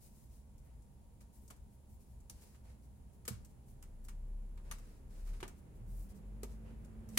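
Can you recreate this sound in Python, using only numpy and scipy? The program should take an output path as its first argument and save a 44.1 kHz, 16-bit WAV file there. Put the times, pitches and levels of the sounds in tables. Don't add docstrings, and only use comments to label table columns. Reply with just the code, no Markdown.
import sys
import numpy as np
from scipy import signal
from scipy.fft import rfft, irfft, next_fast_len
from scipy.io import wavfile
from scipy.ndimage import map_coordinates

SR = 44100
rng = np.random.default_rng(int(sys.argv[2]) if len(sys.argv) > 2 else 0)


def waveform_to_disk(signal):
    frames = np.transpose(np.atleast_2d(signal))
    scaled = np.clip(frames, -1, 1) * 32767
    samples = np.round(scaled).astype(np.int16)
    wavfile.write(sys.argv[1], SR, samples)


N = 316638

# start_s, crack_db, crack_tilt_db_per_octave, hollow_low_hz, hollow_high_hz, hollow_gain_db,
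# slap_re_crack_db, slap_pitch_hz, thud_re_crack_db, left_minus_right_db
SNAPS = [(1.5053, -49.5, 0.7, 7700, 9900, 7.1, -7.5, 1020, -7, 1.2),
         (2.2972, -43, 0.3, 6050, 9700, 7.5, -19, 1200, -18, -0.73),
         (3.2785, -31.5, -0.2, 7500, 9400, 5, -11.5, 1220, -20, 2),
         (4.7121, -38, 0, 6350, 9600, 15, -5.5, 1130, -17, 1.8),
         (5.4035, -52.5, 0, 6480, 9000, 3, 1, 1150, -7, 0),
         (5.4284, -45, -4.5, 3200, 10300, 3.3, 4, 940, -4, 1.5),
         (6.432, -42, 1.5, 6285, 8000, 2.4, -7, 901, -10, -0.26),
         (7.1748, -20, 0, 3490, 6000, 3.3, -7, 1240, -24, -1)]
# start_s, tick_db, slap_re_tick_db
TICKS = [(0.5806, -62, -30), (0.821, -66, -27), (1.2075, -65, -5), (1.478, -56, -27), (1.5014, -56, -6),
         (1.562, -64, -16), (2.203, -63.5, -18), (2.545, -70, 2.5), (3.252, -50.5, -11), (3.3265, -56, -6),
         (3.447, -53.5, -21), (3.683, -65, -25), (3.825, -52, -10), (4.048, -56.5, -24),
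         (4.0841, -47.5, -11), (4.575, -63.5, -0.5), (4.784, -55.5, -10), (5.272, -62, -2),
         (5.2895, -62, -4), (5.333, -61, -2), (5.478, -48.5, -12.5), (6.8462, -60, -15),
         (7.0885, -52.5, -18), (7.151, -58.5, -15)]
# start_s, settled_pitch_hz, level_db
TWANGS = [(3.281, 468, -37.5), (3.279, 235, -46), (3.308, 205, -40.5), (3.305, 118, -39),
          (3.305, 90, -43.5), (5.428, 370, -35.5), (5.429, 720, -41.5), (6.432, 412, -34.5),
          (7.171, 250, -36)]
# start_s, length_s, level_db, pressure_0_to_1
RUBS = [(0.0, 0.11, -70, 0.16), (0.084, 0.24, -76.5, 0.14), (0.289, 0.15, -78, 0.25), (0.604, 0.19, -90, 1),
        (0.635, 0.06, -83, 0), (1.203, 0.035, -74.5, 0.4), (1.322, 0.091, -74.5, 0.05),
        (1.396, 0.12, -79, 0), (1.709, 0.07, -82, 0), (1.882, 0.11, -79, 0), (1.995, 0.06, -77.5, 0.13),
        (2.031, 0.19, -83.5, 0.16), (2.319, 0.31, -76, 0.43), (2.407, 0.051, -71, 0.34),
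        (2.63, 0.14, -78, 0.67), (2.819, 0.06, -81, 0.2), (2.947, .05, -87, 0), (3.123, 0.055, -81, .1),
        (3.486, 0.046, -81, 0.2), (3.66, 0.099, -77.5, 0.05), (4.039, 0.025, -71, 0),
        (4.637, 0.12, -76.5, 0.76), (4.771, 0.26, -78, 0.58), (5.089, 0.22, -76, 0.55),
        (5.246, 0.095, -73, 0.49), (5.309, 0.11, -75, 0.6), (5.56, 0.057, -79, .1), (5.747, .04, -80, 0),
        (5.861, 0.15, -75.5, 0.03), (5.94, 0.16, -72, 0), (6.085, 0.05, -73.5, 0.26),
        (6.145, 0.054, -75.5, 0.24), (6.484, 0.087, -76.5, 0.45), (6.637, 0.13, -78, 0.95),
        (7.095, 0.24, -72, 0.4)]
# start_s, length_s, pitch_hz, level_db (centres of the waver)
SHIFTS = [(5.744, 0.05, 75, -52.5), (5.786, 0.11, 115, -49), (5.981, 0.083, 90.6, -55.5)]
# freq_hz, density_db_per_hz
CRACK_SPECTRUM = [(200, -46), (1500, -17.5), (3500, -11.5), (5000, -5.5), (6300, -7.5), (7700, -4),
                  (9600, -7), (11500, -4), (14000, -4.5), (16000, -16)]
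# freq_hz, density_db_per_hz
SLAP_SPECTRUM = [(200, -36), (640, -22), (900, -3.5), (1200, 0), (2100, -6.5), (3300, -10), (5000, -14.5),
                 (9000, -39), (16000, -65)]
# freq_hz, density_db_per_hz
THUD_SPECTRUM = [(30, -43), (100, -3), (250, -4.5), (400, -14), (750, -13.5), (1300, -25), (3000, -54),
                 (8000, -90)]
# freq_hz, density_db_per_hz
TICK_SPECTRUM = [(200, -52), (1500, -18), (3500, -18), (5000, -7.5), (6300, -5.5), (7700, -1.5), (9600, -6),
                 (11500, -5), (14000, -6.5), (16000, -13)]
# freq_hz, density_db_per_hz
CLOTH_SPECTRUM = [(1500, -14), (3500, -12.5), (5200, -5), (7500, -1.5), (10000, 0), (12000, 1.5),
                  (16000, -1)]
# freq_hz, density_db_per_hz
BUNDLE_SPECTRUM = [(30, -39), (120, -33), (250, -3), (420, 6), (700, -1), (1200, -16), (2700, -14),
                   (4000, -33), (9000, -40), (16000, -68)]
# centre_hz, width_hz, gain_db
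BASIN_MODES = [(1222, 36, -5), (1740, 25, -11), (2260, 70, -2), (2860, 76, -8), (5810, 160, -7),
               (6490, 140, -1.5), (8470, 110, -13), (9100, 220, -7)]
# freq_hz, t60_s
KITCHEN_T60 = [(200, 0.35), (1500, 0.34), (6000, 0.31), (15000, 0.17)]
# time_s, pitch_hz, level_db
DRONE = [(3.7, 28.84, -66), (3.77, 28.5, -57.5), (4.35, 33.62, -41), (4.6, 33.6, -50.5), (4.71, 33.47, -47),
         (5.0, 31.78, -58), (5.32, 33.98, -40), (5.7, 36.68, -78), (5.74, 36.78, -56), (6.01, 40.9, -43),
         (6.17, 43, -66), (6.28, 46.06, -47.5), (6.37, 48.82, -50.5), (6.45, 50.13, -49), (7.15, 51.4, -57),
         (7.18, 50.6, -55)]
# time_s, pitch_hz, level_db
WHINE = [(5.55, 178, -76), (6.0, 198, -63), (6.25, 203, -58.5), (6.45, 218, -58), (6.75, 224, -59.5),
         (7.18, 218, -55)]
# freq_hz, density_db_per_hz
RUMBLE_SPECTRUM = [(30, -26), (70, -1), (125, 2), (200, -4.5), (290, -11.5), (450, -12.5), (800, -23.5),
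                   (1500, -29.5), (2600, -35), (7000, -60)]
# time_s, level_db
APPROACH = [(0, -85), (3.2, -65.5), (4.3, -62.5), (7.18, -54)]
# freq_hz, density_db_per_hz
AIR_SPECTRUM = [(20, -15), (65, 1.5), (96, -13), (122, -8), (165, -18), (215, -15.5), (300, -27),
                (450, -28), (950, -34), (1290, -44), (3500, -50), (6000, -50), (7400, -44), (8200, -50),
                (9800, -44), (11300, -45), (11900, -49.5)]
# pitch_hz, level_db (centres of the waver)
HUM = [(59.2, -80), (210, -76), (813, -91), (931, -87.5)]
# freq_hz, left_right_likeness_0_to_1
ALIKE = [(50, 1), (130, 0.63), (290, 0.86), (640, 0.13), (1400, 0)]
# freq_hz, gain_db
MIC_COLOUR = [(600, 0), (1000, -0.5), (1500, 0.5), (3200, 1.5), (4000, 1.5), (5000, 1), (10000, 1),
              (13000, -1), (16000, 0)]
# freq_hz, left_minus_right_db
MIC_LEAN = [(70, 1), (200, -6), (420, -2), (700, -4), (1200, -1), (2000, -0.5), (5000, -0.5), (7000, 0.5),
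            (9300, 7.5), (12000, 1), (15000, 3.5)]

HOLLOW_WIDTH_OCTAVES = 0.1
RING_T60_S, RING_REF_HZ, RING_SLOPE = 0.11, 195, 1.45
LIGHT_TILT_DB_PER_OCTAVE, PRESS_TILT_DB_PER_OCTAVE = 0.95, -14.5
PRESS_RANGE_DB = 28.5
CATCHES_PER_S, CATCH_DB, CATCH_SPREAD_DB = 420, -6, 4
BASIN_SHARE = 0.98
ECHO_DELAY_S, ECHO_DB = 0.0085, -15
ROOM_DB = -8
WHINE_FLUTTER = 0.3
BAND_LIMIT_HZ = 15950


def snaps(crack_db, slap_db, thud_db):
    out = np.zeros((2, N))
    for start_s, db, tilt, low_hz, high_hz, hollow_db, slap, slap_hz, thud, pan_db in SNAPS:
        crack_spectrum = tilted(CRACK_SPECTRUM, tilt)
        crack = burst(crack_spectrum, t60_s=0.066, hollow_hz=(low_hz, high_hz), hollow_db=hollow_db)
        skin = burst(pitched(SLAP_SPECTRUM, slap_hz), t60_s=0.073)
        body = burst(THUD_SPECTRUM, t60_s=0.14)
        snap = amp(crack_db) * crack + amp(slap + slap_db) * skin + amp(thud + thud_db) * body
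        side_db = pan_db * np.array([[0.5], [-0.5]])
        add(out, start_s, amp(db + side_db) * snap)
    return out


def ticks(tick_db, slap_db):
    out = np.zeros((2, N))
    for start_s, db, slap in TICKS:
        tick = amp(tick_db) * burst(TICK_SPECTRUM, t60_s=0.079)
        skin = amp(slap + slap_db) * burst(SLAP_SPECTRUM, t60_s=0.13)
        add(out, start_s, amp(db) * (tick + skin))
    return out


def burst(spectrum, t60_s, hollow_hz=(), hollow_db=0.0, direct_t60_s=0.012, rough_db=2.5):
    t = np.arange(SR // 6) / SR
    attack = 1 - np.exp(-t / 0.001)
    spike = amp(-60 * t / direct_t60_s)
    roughness = unit(amp(rough_db * wobble(870, size=len(t))))
    echoes = amp(-60 * t / t60_s) * roughness
    coloured = noise(peaked(spectrum, hollow_hz, hollow_db), size=len(t))
    hit = coloured * attack * (spike + echoes)
    out = filtered(tail(), lambda hz: amp(along(spectrum, hz)))
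    out *= amp(ROOM_DB) * np.linalg.norm(hit) / np.linalg.norm(out)
    add(out, 0, hit)
    return out


def twangs(sag):
    out = np.zeros((2, N))
    t = np.arange(SR // 2) / SR
    for start_s, hz, db in TWANGS:
        t60_s = RING_T60_S * (RING_REF_HZ / hz) ** RING_SLOPE
        swing = amp(-60 * t / t60_s)
        phase = 2 * np.pi * np.cumsum(hz * (1 + sag * swing)) / SR
        attack = 1 - np.exp(-2 * t * hz)
        add(out, start_s, amp(db) * swing * attack * np.sin(phase))
    return out


def rubbing(brush_db, squeeze_db):
    out = np.zeros((2, N))
    for start_s, length_s, db, pressure in RUBS:
        tilt = LIGHT_TILT_DB_PER_OCTAVE + PRESS_TILT_DB_PER_OCTAVE * pressure
        hiss = amp(brush_db) * stroke(tilted(CLOTH_SPECTRUM, tilt), length_s, pressure)
        rustle_db = squeeze_db + PRESS_RANGE_DB * (pressure - 1)
        rustle = amp(rustle_db) * stroke(BUNDLE_SPECTRUM, length_s, pressure)
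        add(out, start_s, amp(db) * (hiss + rustle))
    return out


def stroke(spectrum, length_s, pressure):
    n = max(round(length_s * SR), 256)
    grains = unit(amp(1.2 * wobble(453, size=n) + 0.6 * wobble(59, size=n)))
    brush = grains * noise(spectrum, size=n)
    catches = pressure * amp(CATCH_DB) * crackle(spectrum, n)
    return swell(n) * unit(brush + catches)


def crackle(spectrum, size):
    strength = amp(CATCH_SPREAD_DB * rng.standard_normal(size))
    clicks = (rng.random(size) < CATCHES_PER_S / SR) * strength
    t = np.arange(SR // 100) / SR
    power_decay = amp(-120 * t / 0.0089)
    power = signal.fftconvolve(clicks ** 2, power_decay)[:size]
    return unit(np.sqrt(np.abs(power)) * noise(spectrum, size=size))


def shifting(waver, waver_db):
    out = np.zeros((2, N))
    for start_s, length_s, hz, db in SHIFTS:
        n = round(length_s * SR)
        phase = 2 * np.pi * np.cumsum(hz * (1 + waver * wobble(60, size=n))) / SR
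        level = amp(db + waver_db * wobble(40, size=n))
        add(out, start_s, swell(n) * level * np.sin(phase))
    return out


def swell(size):
    return np.sin(np.pi * (np.arange(size) / size) ** 0.7)


def basin(hz):
    response = 1
    for centre_hz, width_hz, db in BASIN_MODES:
        damping = 1j * hz * width_hz
        response = response + amp(db) * damping / (centre_hz ** 2 - hz ** 2 + damping)
    return response


def near_wall(x):
    return filtered(x, lambda hz: 1 + amp(ECHO_DB) * np.exp(-2j * np.pi * hz * ECHO_DELAY_S))


def kitchen(x):
    return amp(ROOM_DB) * signal.fftconvolve(x, tail(), axes=1)[:, :N]


def tail():
    hz, t, bins = signal.stft(rng.standard_normal((2, SR // 2)), SR, nperseg=256)
    decay = amp(-60 * t / along(KITCHEN_T60, hz)[:, None])
    walls = signal.istft(bins * decay, SR, nperseg=256)[1]
    return walls / np.linalg.norm(walls[0])


def engine(drone_db, octave_db, whine_db, rumble_db):
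    throb = amp(drone_db) * tone(DRONE, waver_db=0.8)
    octave = amp(octave_db) * tone(DRONE, waver_db=2.5, order=2)
    whine = amp(whine_db) * tone(WHINE, waver_db=1.2, flutter=WHINE_FLUTTER)
    rumble = amp(curves(APPROACH)[0] + rumble_db) * noise(RUMBLE_SPECTRUM)
    return throb + octave + whine + rumble


def tone(rows, waver_db, order=1, flutter=0.0):
    hz, db = curves(rows)
    fade = np.clip((np.arange(N) / SR - rows[0][0]) * 10 + 1, 0, 1)
    phase = 2 * np.pi * order * np.cumsum(hz) / SR
    line = (1 + flutter * wobble(28)) * np.sin(phase) + flutter * wobble(28) * np.cos(phase)
    return fade * amp(db + waver_db * wobble(12)) * unit(line)


def room_tone(air_db):
    t = np.arange(N) / SR
    hum = np.zeros(N)
    for hz, db in HUM:
        level = np.sqrt(2) * amp(db + 1.3 * wobble(7))
        hum += level * np.sin(2 * np.pi * hz * t + 0.9 * wobble(9))
    air = noise(AIR_SPECTRUM)
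    bass = filtered(air, lambda hz: 1 / (1 + (hz / 160) ** 4))
    wavering_bass = bass * unit(amp(1.8 * wobble(14)))
    return amp(air_db) * (air - bass + wavering_bass) + hum


def noise(spectrum, size=N):
    def mid_side(hz):
        angle = np.arccos(np.clip(along(ALIKE, hz), -1, 1)) / 2
        return amp(along(spectrum, hz)) * [np.cos(angle), np.sin(angle)]

    mid, side = filtered(rng.standard_normal((2, size)), mid_side)
    return unit(np.array([mid + side, mid - side]))


def tilted(spectrum, tilt_db_per_octave):
    return [(hz, db + tilt_db_per_octave * np.log2(hz)) for hz, db in spectrum]


def pitched(spectrum, top_hz):
    hz, db = np.transpose(spectrum)
    return np.transpose([hz * top_hz / hz[np.argmax(db)], db])


def peaked(spectrum, centres_hz, gain_db):
    hz = np.geomspace(20, SR / 2, 400)
    bumps = sum(np.exp(-0.5 * (np.log2(hz / centre) / HOLLOW_WIDTH_OCTAVES) ** 2) for centre in centres_hz)
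    return np.transpose([hz, along(spectrum, hz) + gain_db * bumps])


def wobble(knots_per_s, size=N):
    knots = rng.standard_normal(int(size * knots_per_s / SR) + 4)
    return map_coordinates(knots, [np.arange(size) * knots_per_s / SR])


def filtered(x, response):
    n = x.shape[-1]
    m = next_fast_len(n + 8192)
    return irfft(rfft(x, m) * response(np.fft.rfftfreq(m, 1 / SR)), m)[..., :n]


def along(points, hz):
    f, v = np.transpose(points)
    return np.interp(np.log(hz + 1), np.log(f + 1), v)


def curves(rows):
    time_s, *columns = np.transpose(rows)
    return [np.interp(np.arange(N) / SR, time_s, column) for column in columns]


def add(track, start_s, sound):
    part = track[:, round(start_s * SR):][:, :sound.shape[-1]]
    part += sound[..., :part.shape[-1]]


def amp(db):
    return 10 ** (np.asarray(db) / 20)


def unit(x):
    return x / np.sqrt(np.mean(x ** 2) + 1e-20)


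def scene():
    band = snaps(crack_db=-6.0, slap_db=-2.0, thud_db=-1.0) + ticks(tick_db=-7.0, slap_db=-3.0)
    impacts = near_wall(BASIN_SHARE * filtered(band, basin) + (1 - BASIN_SHARE) * band)
    strands = near_wall(twangs(sag=0.012))
    cloth = rubbing(brush_db=5.5, squeeze_db=14.5)
    lasting = strands + cloth + shifting(waver=0.08, waver_db=0.5)
    outside = engine(drone_db=1, octave_db=-15.0, whine_db=-1.5, rumble_db=-2.0)
    return impacts + lasting + kitchen(lasting) + outside + room_tone(air_db=-57.0)


def record(dry):
    def response(hz):
        lean_db = np.outer([0.5, -0.5], along(MIC_LEAN, hz))
        return amp(along(MIC_COLOUR, hz) + lean_db) * (hz < BAND_LIMIT_HZ)

    return filtered(dry, response)


dry = scene()
out = record(dry)
waveform_to_disk(out)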